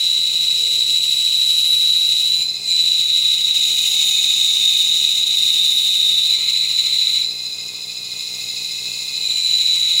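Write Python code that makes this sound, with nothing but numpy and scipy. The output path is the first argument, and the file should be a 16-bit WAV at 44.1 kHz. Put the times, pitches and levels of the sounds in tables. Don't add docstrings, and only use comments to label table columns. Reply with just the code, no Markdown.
import sys
import numpy as np
from scipy import signal
from scipy.fft import rfft, irfft
from scipy.io import wavfile

SR = 44100
rng = np.random.default_rng(int(sys.argv[2]) if len(sys.argv) > 2 else 0)


def persist_wave(psi):
    counts = np.round(np.clip(psi, -1, 1) * 32767).astype(np.int16)
    wavfile.write(sys.argv[1], SR, np.atleast_2d(counts).T)


N = 441000
TIME = np.arange(N) / SR


# t/s, f/Hz
TOOTH_RATE = [(0.0, 781.6), (1.21, 782.3), (2.24, 780.6), (2.45, 805.2), (2.63, 807.5), (2.82, 787.6),
              (3.05, 780.7), (3.76, 776.6), (4.15, 771.8), (5.16, 775.1), (5.85, 776.1), (6.16, 778.9),
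              (6.38, 791.9), (7.18, 791.9), (7.32, 808.1), (9.04, 809.9), (9.63, 792.7), (9.78, 784.6),
              (10.0, 783.6)]
def blade_motion(free_hz=809, full_sag_hz=37, teeth_per_turn=59.8, jitter_teeth=0.0048, high_spot_s=.05):
    tooth_hz, = in_time(TOOTH_RATE)
    load = np.clip((free_hz - tooth_hz) / full_sag_hz, 0, 1)
    teeth_passed = np.cumsum(tooth_hz) / SR
    phase = 2 * np.pi * (teeth_passed + jitter_teeth * drift(31))
    turns = (teeth_passed - high_spot_s * tooth_hz[0]) / teeth_per_turn
    return phase, turns, load


# t/s, half-length/s, level/dB
WHINE_SWELLS = [(1.8, .35, -26), (2.47, .1, -28.5), (2.76, .1, -23.5), (3.15, .2, -29), (7.42, .18, -31.5),
                (9.55, .33, -26.5)]
def blade(phase, turns, load, pressure, clicks, idle_whine_db=-29.7, idle_chatter_db=-31.2):
    biting, (whine_gain, chatter_gain, *_) = pushes(release_s=.065)
    whine_gain = from_db(idle_whine_db) + whine_gain + swells(WHINE_SWELLS)
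    tone = whine_gain * whine(phase, pressure, biting)
    chatter_gain = from_db(idle_chatter_db) * hard_rub() + chatter_gain
    rattle = chatter_gain * ring(clicks, hz=3970, width_hz=416)
    return tone * throb(turns, depth_db=1.8 * (1 - load)) + rattle * throb(turns, depth_db=.8)


# harmonic number, f/Hz, bandwidth/Hz, gain/dB
FRAME_MODES = [(3, 2405, 24, -22), (8, 6180, 22, -24), (9, 7215, 63, -15.5)]
def whine(phase, pressure, biting, blade_hz=3925, width_hz=150, flutter_db=0.53):
    frame = sum(from_db(db) * resonate(harmonic(phase, k), hz, width) for k, hz, width, db in FRAME_MODES)
    tone = resonate(harmonic(phase, order=5), blade_hz, width_hz)
    return (tone + biting * frame) * (1 + pressure) * from_db(flutter_db * drift(18))


# start t/s, end t/s, bite time/s, then level/dB of whine and blade
# chatter, and level/dB at full load of kerf chatter, rasp and plank rattle
PUSHES = [(-1, 2.425, .02, -20.9, -27, -24.3, -52, -50),
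          (2.65, 6.28, .025, -21.1, -27.8, -19.8, -35.5, -44.5),
          (6.28, 7.22, .02, -24, -23.5, -16.5, -30, -31), (9.12, 11, .1, -22, -26.3, -21, -27.5, -34.5)]
def pushes(release_s):
    gates = np.array([held(start, end, bite_s, release_s) for start, end, bite_s, *_ in PUSHES])
    return gates.sum(axis=0), from_db(np.transpose(PUSHES)[3:]) @ gates


PRESSURE_HARMONICS = [(2, 0.1), (3, 0.08), (4, 0.08), (5, 0.2), (6, 0.1), (11, 0.14), (12, 0.14),
                      (13, 0.31), (14, 0.13), (16, .1)]
def wheel_pressure(turns):
    angle = np.linspace(0, 2 * np.pi, 1024)
    pattern = sum(depth * np.cos(cycles * angle + rng.uniform(0, 2 * np.pi))
                  for cycles, depth in PRESSURE_HARMONICS)
    return np.interp(turns % 1, angle / (2 * np.pi), pattern)


def slips(pressure, per_s=215, unevenness=.3, spread_db=1.0):
    gaps_s = np.exp(unevenness * rng.standard_normal(4000)) / per_s
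    at = (np.cumsum(gaps_s) * SR).astype(int)
    at = at[at < N]
    clicks = np.zeros(N)
    clicks[at] = from_db(spread_db * np.clip(rng.standard_normal(N)[at], -2, 2))
    return clicks * (1 + pressure) + 1e-18


# t/s, half-length/s, rasp level/dB
BINDING_SWELLS = [(3.98, .42, -33), (4.9, .5, -39.5)]
# t/s, half-length/s, level/dB
JUDDER_SWELLS = [(4.7, .25, -25.5), (5.6, .25, -27), (6.12, .17, -21.5)]
def cutting(phase, turns, load, pressure, clicks, binding_dust_db=-8):
    in_wood, (_, _, kerf, wedged, plank) = pushes(release_s=.03)
    binding = swells(BINDING_SWELLS)
    dust_gain = in_wood * loaded(load, full_db=-28.4, fall_db=5.2) + from_db(binding_dust_db) * binding
    kerf_gain = kerf * loaded(load, fall_db=21) + swells(JUDDER_SWELLS)
    out = dust_gain * sawdust(clicks, turns)
    out += kerf_gain * ring(clicks, hz=3690, width_hz=200)
    out += (wedged * loaded(load, fall_db=19) + binding) * rasp(clicks)
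    out += squeal(phase, pressure, in_wood * loaded(load, fall_db=5))
    return out + table_and_plank(turns, in_wood, plank * loaded(load, fall_db=14))


# f/Hz, relative level/dB
TEARING_SPECTRUM = [(300, -32), (1100, -22), (1800, -26.5), (2050, -9), (2400, -14), (2800, 3.8),
                    (3400, -4.3), (4500, -3), (6200, -5.5), (7000, -2.5), (7700, -2.5), (9300, -9.5),
                    (11000, -10), (12000, -21)]
# f/Hz, bandwidth/Hz, relative level/dB
HELD_BLADE_MODES = [(2541, 38, 3.5), (2682, 135, -2.5), (3002, 180, 2), (3325, 140, -0.5),
                    (4685, 130, -1.5), (5053, 54, 3), (5260, 43, -1.5), (5643, 214, -2), (6893, 185, 1),
                    (7060, 213, 2), (7930, 37, 3.5), (8620, 340, -8.5)]
def sawdust(clicks, turns, grain_db=2.04, surge_db=1.26, tick_db=-7, modes_db=-0.4):
    ticks = from_db(tick_db) * rms_one(clicks)
    grains = rng.standard_normal(N) * from_db(grain_db * drift(170))
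    tearing = coloured(grains + ticks, TEARING_SPECTRUM)
    ringing = from_db(modes_db) * body(rng.standard_normal(N) + ticks, HELD_BLADE_MODES)
    surge = from_db(surge_db * drift(30)) * throb(turns, depth_db=1.03)
    return rms_one((tearing + ringing) * surge)


# f/Hz, bandwidth/Hz, relative level/dB
WEDGED_BLADE_MODES = [(2270, 37, -3), (2515, 32, 5), (6210, 45, -3), (6846, 180, 5.5), (7106, 230, 1)]
def rasp(clicks, grain_db=-2):
    friction = rms_one(clicks) + from_db(grain_db) * rng.standard_normal(N)
    return body(friction, WEDGED_BLADE_MODES)


# harmonic number, relative level/dB
SQUEAL_PARTIALS = [(1, -21), (4, 1), (8, -3.5), (12, 0.5), (13, 3)]
# t/s, half-length/s, level/dB
SQUEAL_SWELLS = [(1.6, .65, -48), (3.98, .3, -47.5), (4.8, .25, -54), (5.75, .4, -50)]
# t/s, half-length/s, level/dB
WHISTLE_SWELLS = [(1.05, .65, -39.5), (2.72, .14, -39), (9.42, .14, -44)]
def squeal(phase, pressure, biting, whistle_db=-47, squeal_db=-50.3, rough_db=2.5, pressure_share=0.54):
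    whistle_gain = from_db(whistle_db) * biting + swells(WHISTLE_SWELLS)
    squeal_gain = from_db(squeal_db) * biting + swells(SQUEAL_SWELLS)
    out = whistle_gain * harmonic(phase, order=10) * (1 + pressure_share * pressure)
    for order, db in SQUEAL_PARTIALS:
        out += squeal_gain * from_db(db + rough_db * drift(30)) * harmonic(phase, order)
    return out


# t/s, relative level/dB
TOOTH_CATCHES = [(3.4451, -5), (3.5094, -6), (5.0489, -2), (5.2385, -4), (5.434, -5), (5.5034, -6),
                 (5.6724, -4), (5.9319, -4), (7.0703, -3), (9.3057, -8), (9.9373, -4)]
def snags(gain_db=-2.3):
    times, db = np.transpose(TOOTH_CATCHES)
    impulses = np.full(N, 1e-18)
    impulses[(times * SR).astype(int)] = from_db(db)
    pings = ring(impulses, hz=3860, width_hz=420)
    return from_db(gain_db + db.max()) * pings / np.abs(pings).max()


# t/s, level change/dB
FEED_DIPS = [(3.08, -4.5), (3.43, -3), (3.535, -2.5), (5.255, -6)]
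def feed(half_width_s=0.01):
    return from_db(sum(db / (1 + ((TIME - t) / half_width_s) ** 2) for t, db in FEED_DIPS))


# f/Hz, bandwidth/Hz, relative level/dB
WOOD_MODES = [(1080, 99, -19), (1290, 46, -15), (2012, 32, -7), (2117, 72, -0.5), (2298, 67, 1),
              (2537, 67, 1), (2650, 104, -10.5)]
# t/s, half-length/s, level/dB
TABLE_SWELLS = [(.64, .25, -57), (6.08, .08, -55)]
def table_and_plank(turns, in_wood, plank_gain, table_db=-65):
    table_gain = from_db(table_db) * in_wood + swells(TABLE_SWELLS)
    shake = rng.standard_normal(N) * throb(turns, depth_db=3)
    return table_gain * ring(shake, hz=477, width_hz=9.4) + plank_gain * body(shake, WOOD_MODES)


# f/Hz, bandwidth/Hz, relative level/dB
RUBBED_MODES = [(2112, 58, -7), (2485, 39, 2.5), (2610, 88, -2), (3000, 98, -14), (3544, 85, -3.5),
                (4350, 44, 4), (4960, 140, -6.5), (5280, 34, -8), (5660, 190, -11), (6827, 230, -3),
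                (7100, 180, -3.5), (7890, 240, -12.5), (10000, 25, -11)]
# f/Hz, relative level/dB
FRICTION_SPECTRUM = [(1700, -36), (2050, -6), (3200, -4), (4500, 1.5), (6100, -3), (7200, -7), (8600, -6),
                     (10700, -7), (12000, -22)]
def guides(turns, grain_db=1.5, hiss_db=-3.8):
    rub = rng.standard_normal(N) * from_db(grain_db * drift(59)) * throb(turns, depth_db=.9)
    hiss = coloured(rng.standard_normal(N), FRICTION_SPECTRUM)
    return body(rub, RUBBED_MODES) + from_db(hiss_db) * hiss


def hard_rub(start_s=8.05, end_s=9.1, rise_db=4.1):
    return from_db(rise_db * held(start_s, end_s, attack_s=.2, release_s=.15))


# f/Hz, relative level/dB
BEARING_TONES = [(5018, 0), (6785, -8)]
def bearing(turns, throb_db=11, spread_db=1.5, wander_rad=1.3):
    press = from_db(throb_db * np.cos(np.pi * turns) ** 4 + spread_db * drift(18))
    tones = sum(from_db(db) * np.sin(2 * np.pi * hz * TIME + wander_rad * drift(25))
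                for hz, db in BEARING_TONES)
    return rms_one(tones * press)


def motor(mains_hz=59.96, push=0.0089, pull=0.017, lead_s=0.00347, half_width_s=0.00028, shake_db=1.9):
    def jolt(delay_s):
        cycles_since = ((TIME - delay_s) * mains_hz + .5) % 1 - .5
        return 1 / (1 + (cycles_since / mains_hz / half_width_s) ** 2)
    buzz = (push * jolt(-lead_s) - pull * jolt(0)) * from_db(shake_db * drift(28))
    return signal.sosfilt(signal.butter(2, 85, "high", fs=SR, output="sos"), buzz)


# f/Hz, relative level/dB
YARD_SPECTRUM = [(20, -17), (60, -9), (150, 8), (250, -1.5), (350, 4.5), (600, -1.5), (1100, 0.5),
                 (1700, -6.5), (4000, -10.5), (11000, -28)]
def yard(level_db=-53.5):
    return from_db(level_db) * coloured(rng.standard_normal(N), YARD_SPECTRUM)


def from_db(db):
    return 10 ** (np.asarray(db) / 20)


def rms_one(x):
    return x / np.sqrt(np.mean(x ** 2) + 1e-20)


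def in_time(rows):
    times, *columns = np.transpose(rows)
    return [np.interp(TIME, times, column) for column in columns]


def coloured(x, spectrum):
    hz, db = np.transpose(spectrum)
    bin_hz = np.arange(N // 2 + 1) * SR / N
    gain = from_db(np.interp(np.log(bin_hz + 1e-3), np.log(hz), db))
    return rms_one(irfft(rfft(x) * gain, N))


def drift(rate_hz):
    pole = np.exp(-40 * np.pi * rate_hz / SR)
    slow = signal.lfilter([1], [1, -2 * pole, pole * pole], rng.standard_normal(N // 20 + 2002))[2000:]
    return np.interp(np.arange(N) / 20, np.arange(len(slow)), rms_one(slow))


def harmonic(phase, order):
    return np.sqrt(2) * np.sin(order * phase)


def resonate(x, hz, width_hz):
    r = np.exp(-np.pi * width_hz / SR)
    feedback = [1, -2 * r * np.cos(2 * np.pi * hz / SR), r * r]
    return signal.lfilter(np.array([1, 0, -1]) * (1 - r * r) / 2, feedback, x)


def ring(x, hz, width_hz):
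    for _ in range(3):
        x = resonate(x, hz, width_hz)
    return rms_one(x)


def body(x, modes):
    return rms_one(sum(from_db(db) * resonate(resonate(x, hz, 1.22 * width), hz, 1.22 * width)
                       for hz, width, db in modes))


def held(start, end, attack_s, release_s):
    rise = 1 - np.exp(-np.maximum(TIME - start, 0) / attack_s)
    return rise * np.exp(-np.maximum(TIME - end, 0) / release_s)


def swells(rows):
    return sum(from_db(db) * np.exp(-((TIME - t) / half_s) ** 2) for t, half_s, db in rows)


def loaded(load, fall_db, full_db=0):
    return from_db(full_db - fall_db * (1 - load))


def throb(turns, depth_db):
    return from_db(depth_db * np.cos(2 * np.pi * turns))


def scene():
    phase, turns, load = blade_motion()
    pressure = wheel_pressure(turns)
    clicks = slips(pressure)
    saw = blade(phase, turns, load, pressure, clicks) + cutting(phase, turns, load, pressure, clicks)
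    running = loaded(load, full_db=-37.5, fall_db=-1.7) * hard_rub() * guides(turns)
    running += loaded(load, full_db=-55, fall_db=-16.5) * bearing(turns)
    return (saw * feed() + snags() + running + yard() + motor())[None]


def record(dry, rate_hz=24000, image_db=-1.5, image_edge_hz=9000, cutoff_hz=15750):
    treble = signal.sosfilt(signal.butter(4, image_edge_hz, "high", fs=SR, output="sos"), dry)
    image = np.real(signal.hilbert(treble) * np.exp(-2j * np.pi * rate_hz * TIME))
    low_pass = signal.ellip(12, .1, 90, cutoff_hz, fs=SR, output="sos")
    return signal.sosfilt(low_pass, dry + from_db(image_db) * image)


dry = scene()
out = record(dry)
persist_wave(out)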